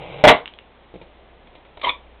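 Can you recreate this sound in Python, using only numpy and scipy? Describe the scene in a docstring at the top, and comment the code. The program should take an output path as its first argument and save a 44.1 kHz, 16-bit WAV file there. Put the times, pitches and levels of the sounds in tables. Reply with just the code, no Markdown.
"""Low room noise and hum run throughout. A twisted latex balloon creaks in stick-slip as it is pulled.
At 0.24 s and 0.27 s two chambers burst, each a ringing thump of air and a crack of tearing skin;
the bang overloads the narrow-band microphone and the recorder. Scraps tick down from 0.46 s.
From 0.94 s hands catch the rest with soft bumps; near 1.8 s a finger squeaks across the rubber.
A small room adds a short tail to each event."""
import sys
import numpy as np
from scipy import signal
from scipy.fft import rfft, irfft
from scipy.io import wavfile
from scipy.ndimage import uniform_filter1d

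SR = 44100
rng = np.random.default_rng(int(sys.argv[2]) if len(sys.argv) > 2 else 0)


def wrap_up_sound(samples):
    """Save the sound to the file named by the first command line argument, as 16-bit audio."""
    columns = np.atleast_2d(samples).T
    # keep every value between -1 and 1, then stretch to whole-number steps
    tamed = np.clip(columns, -1, 1)
    steps = np.round(tamed * 32767).astype(np.int16)
    wavfile.write(sys.argv[1], SR, steps)


N = 97020

# bursting chambers: t/s, thump level/dB, ring time factor, rip delay/s, rip level/dB, rip t60/s
CHAMBERS = [(.2392, 7.5, 0.57, 0.00029, -7, .04), (.2712, 4, 0.98, .0060, 1.5, 0.091)]


def undb(db):
    """Decibels to gain."""
    return 10 ** (np.asarray(db) / 20)


def unit(x):
    """Scale to rms 1."""
    return x / np.sqrt(np.mean(x ** 2))


def since(start_s=0):
    """Seconds since start_s, per sample."""
    return np.arange(N) / SR - start_s


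def curve(table, column=1):
    """Table column, linearly interpolated in time."""
    rows = np.array(table)
    return np.interp(since(), rows[:, 0], rows[:, column])


def colour(x, spectrum):
    """Shape x by (f/Hz, level/dB) points; rms 1."""
    hz, db = np.array(spectrum).T
    bins_hz = np.maximum(np.fft.rfftfreq(N, 1 / SR), 1)
    gain = undb(np.interp(np.log(bins_hz), np.log(hz), db))
    return unit(irfft(rfft(x) * gain, N))


def noise(spectrum):
    """Coloured noise, rms 1."""
    return colour(rng.standard_normal(N), spectrum)


def fade(start_s, t60_s, hold_s=0):
    """Sudden onset, hold, exponential decay."""
    t = since(start_s)
    return (t >= 0) * np.exp(-np.log(1000) * np.maximum(t - hold_s, 0) / t60_s)


def attack(start_s, rise_s):
    """Linear rise from 0 to 1."""
    return np.clip(since(start_s) / rise_s, 0, 1)


def strike(start_s, modes, ring=1):
    """Decaying modes excited together; ring scales their t60."""
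    return sum(undb(db) * fade(start_s, t60_s * ring) * np.sin(2 * np.pi * hz * since(start_s))
               for hz, db, t60_s in modes)


def room(x, wet_db):
    """Add a small room's dense reverberation; treble dies sooner."""
    gap_s = 0.0024
    white = rng.standard_normal(N)
    low = signal.sosfilt(signal.butter(2, 1500, fs=SR, output="sos"), white)
    tail = low * fade(gap_s, t60_s=0.23) + (white - low) * fade(gap_s, t60_s=0.19)
    return x + undb(wet_db) * signal.fftconvolve(x, tail / np.linalg.norm(tail))[:N]


def microphone(x, edge_hz=3782, order=14.9):
    """Steep low-pass of the narrow-band microphone."""
    bins_hz = np.fft.rfftfreq(N, 1 / SR)
    return irfft(rfft(x) / np.sqrt(1 + (bins_hz / edge_hz) ** (2 * order)), N)


def saturate(x, ceiling, knee):
    """Flatten peaks at the ceiling; a higher knee is harder."""
    return x / (1 + np.abs(x / ceiling) ** knee) ** (1 / knee)


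def background():
    """Steady room noise and a low, wavering hum."""
    floor_spectrum = [(12, -20.5), (25, -1.5), (45, -6), (90, -10), (180, -8.5), (520, -5.5), (900, -9),
                      (1400, -16.5), (2300, -17), (3500, -19.5), (4200, -21), (5200, -55)]  # f/Hz, level/dB
    hum_tones = [(27, -59.5), (59.2, -55)]  # f/Hz, level/dB
    hum_waver = [(0, 5), (.75, -7), (1.1, 0.5), (1.7, -3), (2.1, 4)]  # t/s, gain/dB
    hum = sum(undb(db) * np.sqrt(2) * np.sin(2 * np.pi * (hz * since() + rng.random()))
              for hz, db in hum_tones)
    return undb(-51) * noise(floor_spectrum) + undb(curve(hum_waver)) * hum


def rubbing(tilt_db_per_oct=0):
    """Dense friction through the latex resonances, band-limited; rms 1."""
    latex_spectrum = [(60, -15), (250, -14.5), (550, 2), (800, -3), (1080, -1), (1600, -16), (2200, -2),
                      (2800, -10.5), (3500, -6), (4500, 9)]  # f/Hz, level/dB
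    tilted = [(hz, db + tilt_db_per_oct * np.log2(hz)) for hz, db in latex_spectrum]
    return unit(microphone(noise(tilted)))


def bumps():
    """Hands meet the balloon: a hollow bump and a brush of its skin."""
    touches = [(.940, -35.5, -45.5), (0.9557, -32, -49), (1.015, -38.5, -42.5), (1.472, -64, -47),
               (1.553, -51.5, -44), (1.65, -54.5, -48)]  # t/s, bump level/dB, brush level/dB
    balloon_modes = [(128.3, -8, 0.075), (175, -2, 0.095), (354, 4, 0.047), (475, 8, 0.025),
                     (615, -9, 0.043)]  # f/Hz, level/dB, t60/s
    out = 0
    for start_s, bump_db, brush_db in touches:
        bump = undb(bump_db) * strike(start_s, balloon_modes) * attack(start_s, rise_s=0.0015)
        brush = undb(brush_db) * fade(start_s, t60_s=0.071) * rubbing()
        out += bump + brush
    return room(out, wet_db=-6)


def scraps():
    """Light latex shreds land with bright ticks."""
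    landings = [(.4580, -18.5, 2850), (0.4777, -20, 3040), (0.5383, -30, 3290), (0.5885, -26, 2840)]  # t/s, level/dB, centre f/Hz
    shred_modes = [(.78, -15.5, 0.018), (1.0, -1, 0.0076), (1.2, -9.5, 0.0079)]  # ratio to centre, level/dB, t60/s
    ticks = 0
    for start_s, level_db, centre_hz in landings:
        modes = [(centre_hz * ratio, db, t60_s) for ratio, db, t60_s in shred_modes]
        ticks += undb(level_db) * strike(start_s, modes)
    return room(ticks, wet_db=-7)


def creak(slips_per_s=1300, scatter_db=2):
    """Stretched rubber creeps in tiny, irregular slips until the first burst."""
    strain_level = [(0, -36.5), (.09, -38.5), (.16, -35), (.198, -34.5), (.22, -38), (.24, -41.5)]  # t/s, level/dB
    rubber_spectrum = [(53, -47), (90, -12.5), (157, 0), (202, -15.5), (269, -16.5), (320, -7.5),
                       (407, -11), (454, 0), (586, -1), (732, -6.5), (871, -8), (1110, -17), (1450, -17.5),
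                       (1720, -25.5), (2190, -11.5), (3520, -18), (4000, -20.5), (5200, -60.5),
                       (8800, -120)]  # f/Hz, level/dB
    onsets = rng.random(N) < slips_per_s / SR
    sizes = undb(scatter_db * rng.standard_normal(N)) * rng.choice([-1, 1], N)
    slips = colour(onsets * sizes, rubber_spectrum)
    intact = since(CHAMBERS[0][0]) < 0
    return room(slips * undb(curve(strain_level)) * intact, wet_db=-5.5)


def squeal(jitter=0.04526, jitter_hz=718):
    """Near-periodic stick-slip: three harmonics of unsteady pitch."""
    stroke = [(1.829, 1102, -39.5, -14), (1.840, 1123, -29.5, -8), (1.845, 1088, -16, -10.5),
              (1.851, 1061, -26.5, 8), (1.855, 1054, -26, -10.5), (1.866, 931, -25.5, -31),
              (1.872, 952, -17, -15), (1.883, 1054, -18, -18), (1.890, 1119, -27, -3),
              (1.895, 1157, -27.5, 14.5), (1.900, 1141, -32, 8), (1.906, 1098, -23, 0.5)]  # t/s, slip rate/Hz, level/dB, overtone gain/dB
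    harmonics_db = [-1.5, -2.5, -2]  # level/dB, fundamental first
    width = int(SR / jitter_hz)
    waver = unit(uniform_filter1d(uniform_filter1d(rng.standard_normal(N), width), width))
    slip_hz = curve(stroke, column=1) * (1 + jitter * waver)
    phase = 2 * np.pi * np.cumsum(slip_hz) / SR
    overtone_db = curve(stroke, column=3)
    tone = sum(undb(db + (n > 1) * overtone_db) * np.sin(n * phase)
               for n, db in enumerate(harmonics_db, 1))
    gate = (since(stroke[0][0]) > 0) * (since(stroke[-1][0]) < 0)
    return np.sqrt(2) * tone * undb(curve(stroke, column=2)) * gate


def squeak(scrape_start_s=1.830, scrape_end_s=1.905, ramp_s=0.0074):
    """A finger slips three times, then scrapes and locks into a brief squeal."""
    finger_slips = [(1.7713, -27.5, -3.5), (1.795, -38.5, -0.5), (1.814, -23, 4)]  # t/s, level/dB, tilt/(dB per octave)
    tone = squeal()
    contact = np.clip(np.minimum(since(scrape_start_s), -since(scrape_end_s)) / ramp_s, 0, 1)
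    scrape = undb(-26.5) * contact * rubbing()
    slips = sum(undb(db) * fade(start_s, t60_s=0.033) * attack(start_s, rise_s=0.0032) * rubbing(tilt)
                for start_s, db, tilt in finger_slips)
    return room(tone + scrape + slips, wet_db=-8.5)


def bursts():
    """Each chamber releases a ringing thump of air and the crack of its tearing skin."""
    air_modes = [(163.5, -22, .17), (289.6, -7.5, 0.12), (458.2, -6, 0.12), (615.2, 0.5, 0.14),
                 (688.4, -8.5, .18), (744.8, -8, .16), (838, -12.5, 0.2), (949.6, -18.5, 0.16),
                 (1422, -16.5, .16), (1485, -21.5, .16), (1999, -17, .16)]  # f/Hz, level/dB, t60/s before the ring factor
    rip_spectrum = [(25, -10), (70, -10), (200, -7), (600, 7), (1100, 0.5), (1600, -6.5), (2100, 2),
                    (2700, -7), (3500, -5), (4500, -9.5), (6000, -37)]  # f/Hz, level/dB
    air, skin = 0, 0
    for start_s, thump_db, ring, delay_s, rip_db, rip_t60_s in CHAMBERS:
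        air += undb(thump_db) * strike(start_s, air_modes, ring)
        skin += undb(rip_db) * fade(start_s + delay_s, rip_t60_s, hold_s=0.014) * noise(rip_spectrum)
    return room(air, wet_db=-14.5) + room(skin, wet_db=-6.5)


def scene():
    """All sources in the room, mono."""
    return (creak() + bursts() + scraps() + bumps() + squeak() + background())[None]


def record(dry):
    """The microphone overloads and narrows the band; the recorder clips and cuts the top."""
    heard = microphone(saturate(dry, ceiling=0.9, knee=5.4))
    clipped = saturate(heard, ceiling=0.77, knee=19)
    top_hz = 16000
    return signal.sosfilt(signal.ellip(8, .2, 70, top_hz, fs=SR, output="sos"), clipped)


dry = scene()
out = record(dry)
wrap_up_sound(out)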